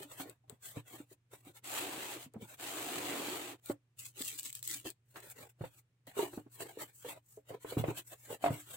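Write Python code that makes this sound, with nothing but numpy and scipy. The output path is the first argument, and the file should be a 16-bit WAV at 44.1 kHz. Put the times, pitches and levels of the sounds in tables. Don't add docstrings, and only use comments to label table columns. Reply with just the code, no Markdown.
import sys
import numpy as np
from scipy import signal
from scipy.fft import rfft, irfft, next_fast_len
from scipy.io import wavfile
from scipy.ndimage import uniform_filter1d, map_coordinates

SR = 44100
rng = np.random.default_rng(int(sys.argv[2]) if len(sys.argv) > 2 else 0)


def inscribe(sig):
    pcm = np.round(np.clip(np.atleast_2d(sig).T, -1, 1) * 32767)
    wavfile.write(sys.argv[1], SR, pcm.astype(np.int16))


N = 386316

# [pitch_hz, level_db (per Hz)]
AIR_SPECTRUM = [(25, -2.5), (75, 1), (120, 13), (190, -7), (400, -9.5), (700, -17), (2500, -17.5),
                (5000, -26), (8000, -24.5), (15500, -37)]
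# [fastest_s, rise_s, fall_s, hiss_db, drone_db (against the hiss)]
HAND_STROKES = [(.028, 0.071, 0.049, -58, 3.5), (.12, 0.045, .075, -57, -4.5), (.2, 0.027, 0.047, -49, -4),
                (.285, 0.13, 0.075, -67, 9), (.535, .05, 0.054, -74.5, 10), (.655, .04, 0.11, -52.5, -14),
                (.777, 0.031, .045, -60, 8), (.885, .03, .04, -60, -15), (.945, 0.086, 0.087, -57.5, 0),
                (1.13, 0.066, 0.026, -64, -13), (1.335, 0.027, 0.062, -60, -2),
                (1.4, 0.036, 0.027, -68, -19), (1.49, 0.073, .04, -63.5, 2), (1.572, 0.033, 0.027, -58, -7),
                (2.435, 0.036, .035, -60, 8), (2.503, 0.046, 0.042, -59, -6), (2.54, 0.044, 0.027, -59, -3),
                (3.665, 0.04, 0.063, -57.5, -19.5), (3.71, 0.048, 0.022, -54, -5),
                (5.11, 0.055, .05, -70.5, -22), (5.168, 0.029, 0.052, -58.5, 2),
                (5.245, 0.074, 0.07, -59.5, -0.5), (5.312, 0.033, 0.036, -54.5, -22),
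                (5.415, 0.072, 0.065, -57.5, 3), (5.498, 0.011, 0.026, -65.5, -20),
                (5.66, 0.061, 0.039, -63.5, 8.5), (5.79, 0.16, 0.032, -65, -14),
                (6.075, 0.0075, 0.075, -62, 4), (6.2, 0.043, 0.086, -45.5, 4.5),
                (6.34, .08, 0.086, -61, -2), (6.545, 0.042, .04, -57.5, -38),
                (6.61, 0.033, 0.047, -50.5, -2), (6.695, 0.11, 0.083, -61, 3.5),
                (6.82, 0.038, 0.041, -46.5, -2), (6.89, 0.033, 0.032, -62.5, -4),
                (6.975, .06, 0.18, -59.5, -58), (7.095, 0.047, 0.053, -49.5, 1.5),
                (7.165, 0.038, 0.037, -70, 12.5), (7.315, 0.079, 0.095, -63.5, -49),
                (7.503, 0.043, 0.023, -61, 1), (7.54, 0.042, 0.036, -71, 23), (7.625, 0.028, .04, -60, -15),
                (7.705, 0.042, 0.063, -51, 3), (7.795, .03, 0.037, -51, 1), (7.905, 0.084, 0.034, -59, 13),
                (7.985, 0.041, 0.038, -49, -4), (8.085, 0.048, 0.078, -58.5, -41),
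                (8.128, 0.022, 0.036, -60, 1), (8.24, 0.13, 0.12, -62, -23.5),
                (8.325, 0.057, 0.045, -52, 1.5), (8.455, 0.045, 0.035, -51.5, 4),
                (8.535, 0.048, 0.058, -53.5, 3.5), (8.62, 0.093, 0.066, -55.5, -29),
                (8.73, 0.087, 0.088, -55, -6.5)]
# [pitch_hz, level_db (per Hz)]
SKIN_HISS_SPECTRUM = [(2500, -47.5), (4500, -17.5), (5500, -11.5), (6600, -5.5), (7800, 2), (9700, -6.5),
                      (12500, -5), (15500, -4)]
# [pitch_hz, level_db (per Hz)]
BRUSH_SPECTRUM = [(300, -15), (700, -2.5), (1100, -0.5), (1800, 1.5), (3200, -0.5), (4400, -5),
                  (5400, -32.5), (8000, -44.5)]
# [pitch_hz, level_db (per Hz)]
LID_DRONE_SPECTRUM = [(30, -40), (130, -4), (210, -12.5), (330, -1.5), (480, 1), (720, -4), (1000, -7.5),
                      (1500, -24), (4000, -37.5)]
# [start_s, level_db, panel_pitch_hz, decay_to_minus_60_db_s (set by the grip),
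#  hollow_boom_db (against the jolt), scuff_db (against the jolt)]
PANEL_JOLTS = [(0.002, -42, 394, 0.076, -18, -25), (0.046, -47, 288, 0.11, -26, -18),
               (0.195, -40.5, 276, 0.18, -7, -20), (0.198, -46, 757, 0.084, -25, 1.5),
               (0.256, -42.5, 309, 0.045, -23, -10), (0.438, -58.5, 783, 0.082, -25, -26),
               (0.496, -50, 410, 0.036, -9, -2.5), (0.519, -48.5, 237, 0.063, -1, -8),
               (0.766, -36, 289, 0.075, 0, -9), (0.935, -46.5, 340, 0.1, -13, -12),
               (1, -37.5, 297, 0.036, -24, -19), (1.112, -48, 379, .05, -21, -14),
               (1.329, -49, 396, .07, -20, 0), (1.465, -46, 288, 0.05, -8, -14),
               (1.492, -50, 342, .06, -10, -10), (2.258, -46, 252, 0.076, -3, -22),
               (2.34, -46.5, 443, 0.073, -17, -6.5), (2.356, -36, 220, 0.092, -8, -8.5),
               (2.419, -38.5, 207, 0.053, -5, -13), (3.697, -22, 340, 0.031, -21.5, -16.5),
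               (3.703, -31, 572, 0.039, -37, -24), (4.204, -36.5, 277, 0.036, -17, -14),
               (4.851, -49.5, 333, .04, -23, 7.5), (5.157, -53, 906, 0.089, -4, 6.5),
               (5.607, -42.5, 363, 0.062, 9.5, -1), (5.638, -35, 520, 0.04, -4, -9.5),
               (6.072, -50, 275, 0.058, -8, -22), (6.167, -33, 402, 0.24, -34, -11),
               (6.19, -23, 418, 0.088, -38, -20), (6.194, -32.5, 922, 0.1, -37, -27),
               (6.228, -28.5, 360, 0.076, -27, -18), (6.329, -40.5, 350, 0.077, -16, -6),
               (6.374, -27.5, 262, 0.023, -18, -12), (6.462, -42, 296, 0.032, -25, -16),
               (6.602, -42, 670, 0.15, -12, -9), (6.771, -36, 448, 0.04, -25, -27),
               (7.045, -39, 489, 0.15, -40, -10.5), (7.372, -40.5, 428, 0.072, -33, -25),
               (7.504, -37.5, 535, .05, -11, -16), (7.645, -37, 438, 0.047, -19, -7.5),
               (7.722, -32.5, 470, 0.034, -23, -14), (7.768, -21, 290, 0.024, -4.5, -16),
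               (7.792, -32, 235, .07, 6.5, -8), (7.839, -23.5, 564, 0.017, -11, -16.5),
               (7.88, -25.5, 330, 0.071, -6, -10), (8.3, -40, 488, 0.08, -10.5, -6.5),
               (8.44, -20.5, 694, .074, -30, -16.5), (8.46, -23.5, 685, 0.1, -28, -10),
               (8.48, -26.5, 670, 0.043, -15, -16), (8.501, -28.5, 280, 0.054, 1.5, -6)]
# [pitch_hz, level_db, decay_to_minus_60_db_s (under a loose grip)]
PANEL_MODES = [(219, -15, 0.14), (294, -2.5, 0.31), (343, -19, 0.09), (411, -1.5, 0.11), (541, -5.5, 0.22),
               (641.7, 7.5, 0.096), (805, 4.5, 0.075), (947, 2.5, 0.079), (1130, -10.5, 0.1),
               (1250, -28.5, 0.042), (1690, -2.5, 0.067), (2060, 3, 0.099)]
# [pitch_hz, level_db, decay_to_minus_60_db_s]
LID_AIR_MODES = [(117.2, 1, 0.14), (140.3, 6, 0.081)]
# [pitch (multiple of the panel's), level_db (per Hz)]
SCUFF_SPECTRUM = [(.2, 0), (.7, -10.5), (1.3, 7), (2.5, -2.5), (5, -10), (12, -39), (30, -50.5)]
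# [start_s, level_db, left_minus_right_db]
EDGE_SNAPS = [(0.0318, -38, 0.0), (0.2967, -40, 7.5), (0.4968, -40, 10.0), (1.4501, -51, 1.5),
              (1.6427, -42, 0.5), (2.3371, -50, -0.5), (3.6596, -37, 2.0), (4.2497, -31, 1.0),
              (4.3789, -38, 1.0), (4.3954, -29, 1.5), (4.4308, -35, 2.0), (4.5281, -34, 3.0),
              (4.5521, -31, 3.5), (4.592, -41, 4.5), (4.6279, -31, -1.5), (4.6763, -26, 2.5),
              (4.9028, -34, 3.5), (5.2026, -43, 0.0), (5.3004, -40, 1.5), (6.0696, -46, 0.5),
              (6.6069, -35, -1.0)]
# [pitch_hz, level_db (per Hz)]
FILM_SPECTRUM = [(400, -46), (1000, -23.5), (1800, -13.5), (2900, -10), (4200, 0.5), (5500, -14),
                 (6600, -4.5), (7800, 7.5), (9700, -2.5), (12500, -9), (15500, 3)]
# [time_s, hiss_db, drone_db]
TRAY_PULLS = [
    [(1.62, -102, -88), (1.644, -54.5, -64), (1.782, -44.5, -49), (1.88, -52.5, -47), (2.152, -52, -53.5),
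     (2.176, -60, -53), (2.244, -56, -72), (2.266, -69.5, -66), (2.31, -104, -80)],
    [(2.57, -72, -91), (2.6, -57.5, -55), (2.632, -50, -53), (3.066, -50, -43), (3.326, -50, -45),
     (3.524, -57, -53.5), (3.55, -69, -55), (3.576, -87, -74), (3.6, -74, -69)],
]
# [pitch_hz, level_db (per Hz)]
FRICTION_HISS_SPECTRUM = [(2500, -36), (4500, -12), (5500, -11), (6600, -4), (7800, 1.5), (9700, -6),
                          (12500, -7), (15500, -6)]
# [pitch_hz, level_db (per Hz)]
SCRAPE_SPECTRUM = [(300, -19.5), (700, 0.5), (1100, -3), (1700, -5), (2800, -2.5), (4300, -9),
                   (5400, -24.5), (8000, -33)]
# [pitch_hz, level_db (per Hz)]
TRAY_DRONE_SPECTRUM = [(30, -32), (120, -14), (220, -13.5), (295, 2), (410, -3), (560, -9), (950, -14),
                       (1600, -27), (4000, -42)]
# [fastest_s, rise_s, fall_s, crinkle_db, drone_db (against the crinkle)]
BAG_SHIFTS = [(4.005, 0.028, .05, -52, -20), (4.06, 0.051, 0.055, -52, -23.5),
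              (4.212, .055, .04, -46.5, -9), (4.265, 0.071, 0.14, -47, -14.5),
              (4.395, 0.027, 0.028, -49.5, -25), (4.465, 0.044, 0.052, -48.5, -20),
              (4.56, 0.033, 0.053, -53, -29.5), (4.65, .02, .04, -50, -41), (4.69, 0.033, 0.073, -47, -23),
              (4.74, 0.06, 0.079, -46.5, -12), (4.865, 0.02, 0.048, -49.5, -1)]
# [pitch_hz, level_db (per Hz)]
CRINKLE_SPECTRUM = [(500, -33), (1100, -10), (1800, 0), (2900, 5), (4200, 0), (5400, -15), (8000, -40)]
# [pitch_hz, decay_to_minus_60_db_s]
ROOM_DECAY = [(150, 0.19), (600, 0.13), (3000, 0.23), (12000, 0.11)]
# [pitch_hz, likeness (1 = same, 0 = unrelated)]
LIKENESS = [(130, 0.96), (290, 0.96), (640, 0.49), (1400, 0.093), (3000, 0)]
# [pitch_hz, left_minus_right_db]
PORT_BALANCE = [(200, -0.5), (700, -1), (2500, 0.5), (8500, 0.3), (11000, 0), (15000, 7.5)]

BAND_LIMIT_HZ = 15900
STROKE_DROP_DB, STROKE_ROUNDNESS = 17, 1.644
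SNAP_TRIM_DB = -5
LIGHT_JOLT_DB = -39
CONTACT_CYCLES, HARDNESS_SHORTENS = 1.06, 0.27
LOOSE_GRIP_DECAY_S = 0.08


def amp(db):
    return 10 ** (np.asarray(db) / 20)


def unit(x):
    return x / np.sqrt(np.mean(x ** 2) + 1e-20)


def along(points, hz):
    pitch, value = np.transpose(points)
    return np.interp(np.log(hz + 1), np.log(pitch + 1), value)


def wobble(rate):
    points = rng.standard_normal(int(N * rate / SR) + 4)
    return map_coordinates(points, [np.arange(N) * rate / SR])


def fade(t, t60):
    return np.exp(-np.log(1000) * t / t60)


def filtered(x, response):
    size = x.shape[-1]
    padded = next_fast_len(size + 8192)
    hz = np.fft.rfftfreq(padded, 1 / SR)
    return irfft(rfft(x, padded) * response(hz), padded)[..., :size]


def add(track, s, sound):
    part = track[..., max(round(s * SR), 0):][..., :sound.shape[-1]]
    part += sound[..., :part.shape[-1]]


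def stereo_angle(hz):
    return np.arccos(np.clip(along(LIKENESS, hz), -1, 1)) / 2


def spread(pair, spectrum):
    def middle_and_side(hz):
        angle = stereo_angle(hz)
        return amp(along(spectrum, hz)) * [np.cos(angle), np.sin(angle)]

    mid, side = filtered(pair, middle_and_side)
    return np.array([mid + side, mid - side]) / np.std(mid)


def background():
    t = np.arange(N) / SR
    hum = np.sqrt(2) * np.sin(2 * np.pi * 119.8 * t + 0.34 * wobble(12))
    hum_gain = amp(-68 + 1.2 * wobble(13))
    air = amp(-70) * spread(rng.standard_normal((2, N)), AIR_SPECTRUM)
    return hum_gain * hum + air


def strokes(rows):
    t, hiss, drone = np.arange(N) / SR, 0, 0
    for s, rise, fall, hiss_db, drone_db in rows:
        away = np.minimum(np.abs(t - s) / np.where(t < s, rise, fall), 10)
        power = amp(hiss_db - STROKE_DROP_DB * away ** STROKE_ROUNDNESS) ** 2
        hiss = hiss + power
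        drone = drone + power * amp(drone_db) ** 2
    return np.sqrt(hiss), np.sqrt(drone)


def slips(rate, scatter_db, smooth):
    happens = rng.random(N) < rate / SR
    sizes = happens * amp(scatter_db * np.minimum(rng.standard_normal(N), 2.5))
    burst_s = 0.0007
    power = signal.lfilter([1], [1, -np.exp(-1 / (burst_s * SR))], sizes ** 2)
    return np.sqrt(power / power.mean() + smooth ** 2) * rng.standard_normal((2, N))


def shifting(pair, depth_db, width_hz):
    z = signal.stft(pair, nperseg=1024)[2]
    pitches, frames = z.shape[1:]
    field = rng.standard_normal((int(SR / 2 / width_hz) + 4, frames // 4 + 4))
    pitch_steps = np.linspace(0, SR / 2, pitches) / width_hz
    time_steps = np.arange(frames) / 4
    grid = np.meshgrid(pitch_steps, time_steps, indexing="ij")
    gain = amp(depth_db * np.tanh(map_coordinates(field, grid)))
    return signal.istft(z * gain, nperseg=1024)[1][:, :N]


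def rub(motion, hiss, rasp, drone, rate, scatter_db, smooth, judder_db, ring_db, hiss_db, rasp_db, drone_db):
    hiss_gain, drone_gain = motion
    coupling = 0.33
    rasp_gain = hiss_gain ** (1 - coupling) * drone_gain ** coupling
    catches = slips(rate, scatter_db, smooth)
    fine = spread(shifting(catches, ring_db / 2, width_hz=260), hiss)
    coarse = spread(shifting(catches, ring_db, width_hz=178.4), rasp)
    board = spread(shifting(slips(250, 1.5, 1.2), ring_db, width_hz=118.7), drone)
    mix = amp(hiss_db) * hiss_gain * fine
    mix = mix + amp(rasp_db) * rasp_gain * coarse
    mix = mix + amp(drone_db) * drone_gain * board
    judder = unit(amp(judder_db * wobble(110)))
    return judder * mix


def brushing_hands():
    return rub(strokes(HAND_STROKES), SKIN_HISS_SPECTRUM, BRUSH_SPECTRUM, LID_DRONE_SPECTRUM,
               rate=1500, scatter_db=5.5, smooth=3.1, judder_db=2.0, ring_db=10,
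               hiss_db=2, rasp_db=-1, drone_db=0.5)


def ring(t, hz, t60):
    apart = stereo_angle(hz) * rng.uniform(-1.8, 1)
    tone = np.sin(2 * np.pi * hz * t + apart * np.array([[1], [-1]]))
    return fade(t, t60) * tone / np.cos(apart)


def other_panels(t, hz, t60):
    others = 0
    for pitch, level, life in PANEL_MODES:
        softness = 1 / np.sqrt(1 + (pitch / (1.12 * hz)) ** 4)
        strength = amp(level + rng.normal(0, 3.2)) * rng.choice([-1, 1])
        detune = 1 + 0.015 * rng.standard_normal()
        life = life * np.sqrt(t60 / LOOSE_GRIP_DECAY_S)
        others = others + strength * softness * ring(t, pitch * detune, life)
    return others


def ringing_panels():
    out, t = np.zeros((2, N)), np.arange(SR // 3) / SR
    for s, db, hz, t60, boom_db, scuff_db in PANEL_JOLTS:
        rise = CONTACT_CYCLES / hz * amp(-HARDNESS_SHORTENS * (db - LIGHT_JOLT_DB))
        swell = 1 - np.exp(-(t / rise) ** 2)
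        panel = 0.77 * ring(t, hz, t60) / np.max(swell * fade(t, t60))
        others = amp(-16.0) * other_panels(t, hz, t60)
        scuff_points = [(multiple * hz, level) for multiple, level in SCUFF_SPECTRUM]
        scuff = spread(rng.standard_normal((2, len(t))), scuff_points) * fade(t, 0.087)
        boom = sum(amp(level) * ring(t, pitch, life) for pitch, level, life in LID_AIR_MODES)
        boom = boom * (1 - np.exp(-t / 0.0076))
        jolt = swell * (panel + others + amp(scuff_db) * scuff)
        add(out, s, amp(db) * (jolt + amp(boom_db) * boom))
    return out


def snaps():
    out, t = np.zeros((2, N)), np.arange(SR // 8) / SR
    shape = fade(t, 0.014) + amp(-16) * fade(t, 0.07)
    for s, db, pan_db in EDGE_SNAPS:
        click = spread(rng.standard_normal((2, len(t))), FILM_SPECTRUM) * shape
        balance = amp(np.array([[pan_db], [-pan_db]]) / 2)
        add(out, s, amp(db + SNAP_TRIM_DB) * click * balance)
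    return out


def room(x):
    hz, t, z = signal.stft(rng.standard_normal((2, SR // 3)), SR, nperseg=256)
    tail = signal.istft(z * fade(t, along(ROOM_DECAY, hz)[:, None]), SR, nperseg=256)[1]
    tail = tail / np.linalg.norm(tail[0])
    tail = np.pad(tail, ((0, 0), (SR // 200, 0)))
    return signal.fftconvolve(x, tail, axes=1)[:, :N]


def gains(rows):
    s, *columns = np.transpose(rows)
    t = np.arange(N) / SR
    return [amp(np.interp(t, s, db, left=-np.inf, right=-np.inf)) for db in columns]


def sliding_tray():
    pulls = np.sum([gains(pull) for pull in TRAY_PULLS], axis=0)
    return rub(pulls, FRICTION_HISS_SPECTRUM, SCRAPE_SPECTRUM, TRAY_DRONE_SPECTRUM,
               rate=1400, scatter_db=4.5, smooth=1.25, judder_db=0.63, ring_db=3.0,
               hiss_db=1.5, rasp_db=2.0, drone_db=-1.26)


def crinkling_bags():
    return rub(strokes(BAG_SHIFTS), FRICTION_HISS_SPECTRUM, CRINKLE_SPECTRUM, TRAY_DRONE_SPECTRUM,
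               rate=600, scatter_db=5, smooth=0.9, judder_db=0.9, ring_db=10.5,
               hiss_db=2, rasp_db=-1.5, drone_db=0.5)


def scene():
    short_sounds = ringing_panels() + snaps()
    rubbing = brushing_hands() + sliding_tray() + crinkling_bags()
    return background() + rubbing + short_sounds + amp(-16.5) * room(short_sounds)


def expander(x, threshold_db, depth_db):
    heard = filtered(x.mean(0), lambda hz: hz > 200)
    power = np.abs(uniform_filter1d(heard ** 2, SR // 25))
    return x * amp(-depth_db / (1 + power / amp(threshold_db) ** 2))


def record(dry):
    def microphone(hz):
        bass_cut = (1j * hz / (1j * hz + 45)) ** 2
        left_minus_right_db = along(PORT_BALANCE, hz)
        return bass_cut * amp(np.array([left_minus_right_db, -left_minus_right_db]) / 2)

    quieted = expander(filtered(dry, microphone), threshold_db=-63.0, depth_db=8.0)
    return filtered(quieted, lambda hz: 1 / np.sqrt(1 + (hz / BAND_LIMIT_HZ) ** 300))


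dry = scene()
out = record(dry)
inscribe(out)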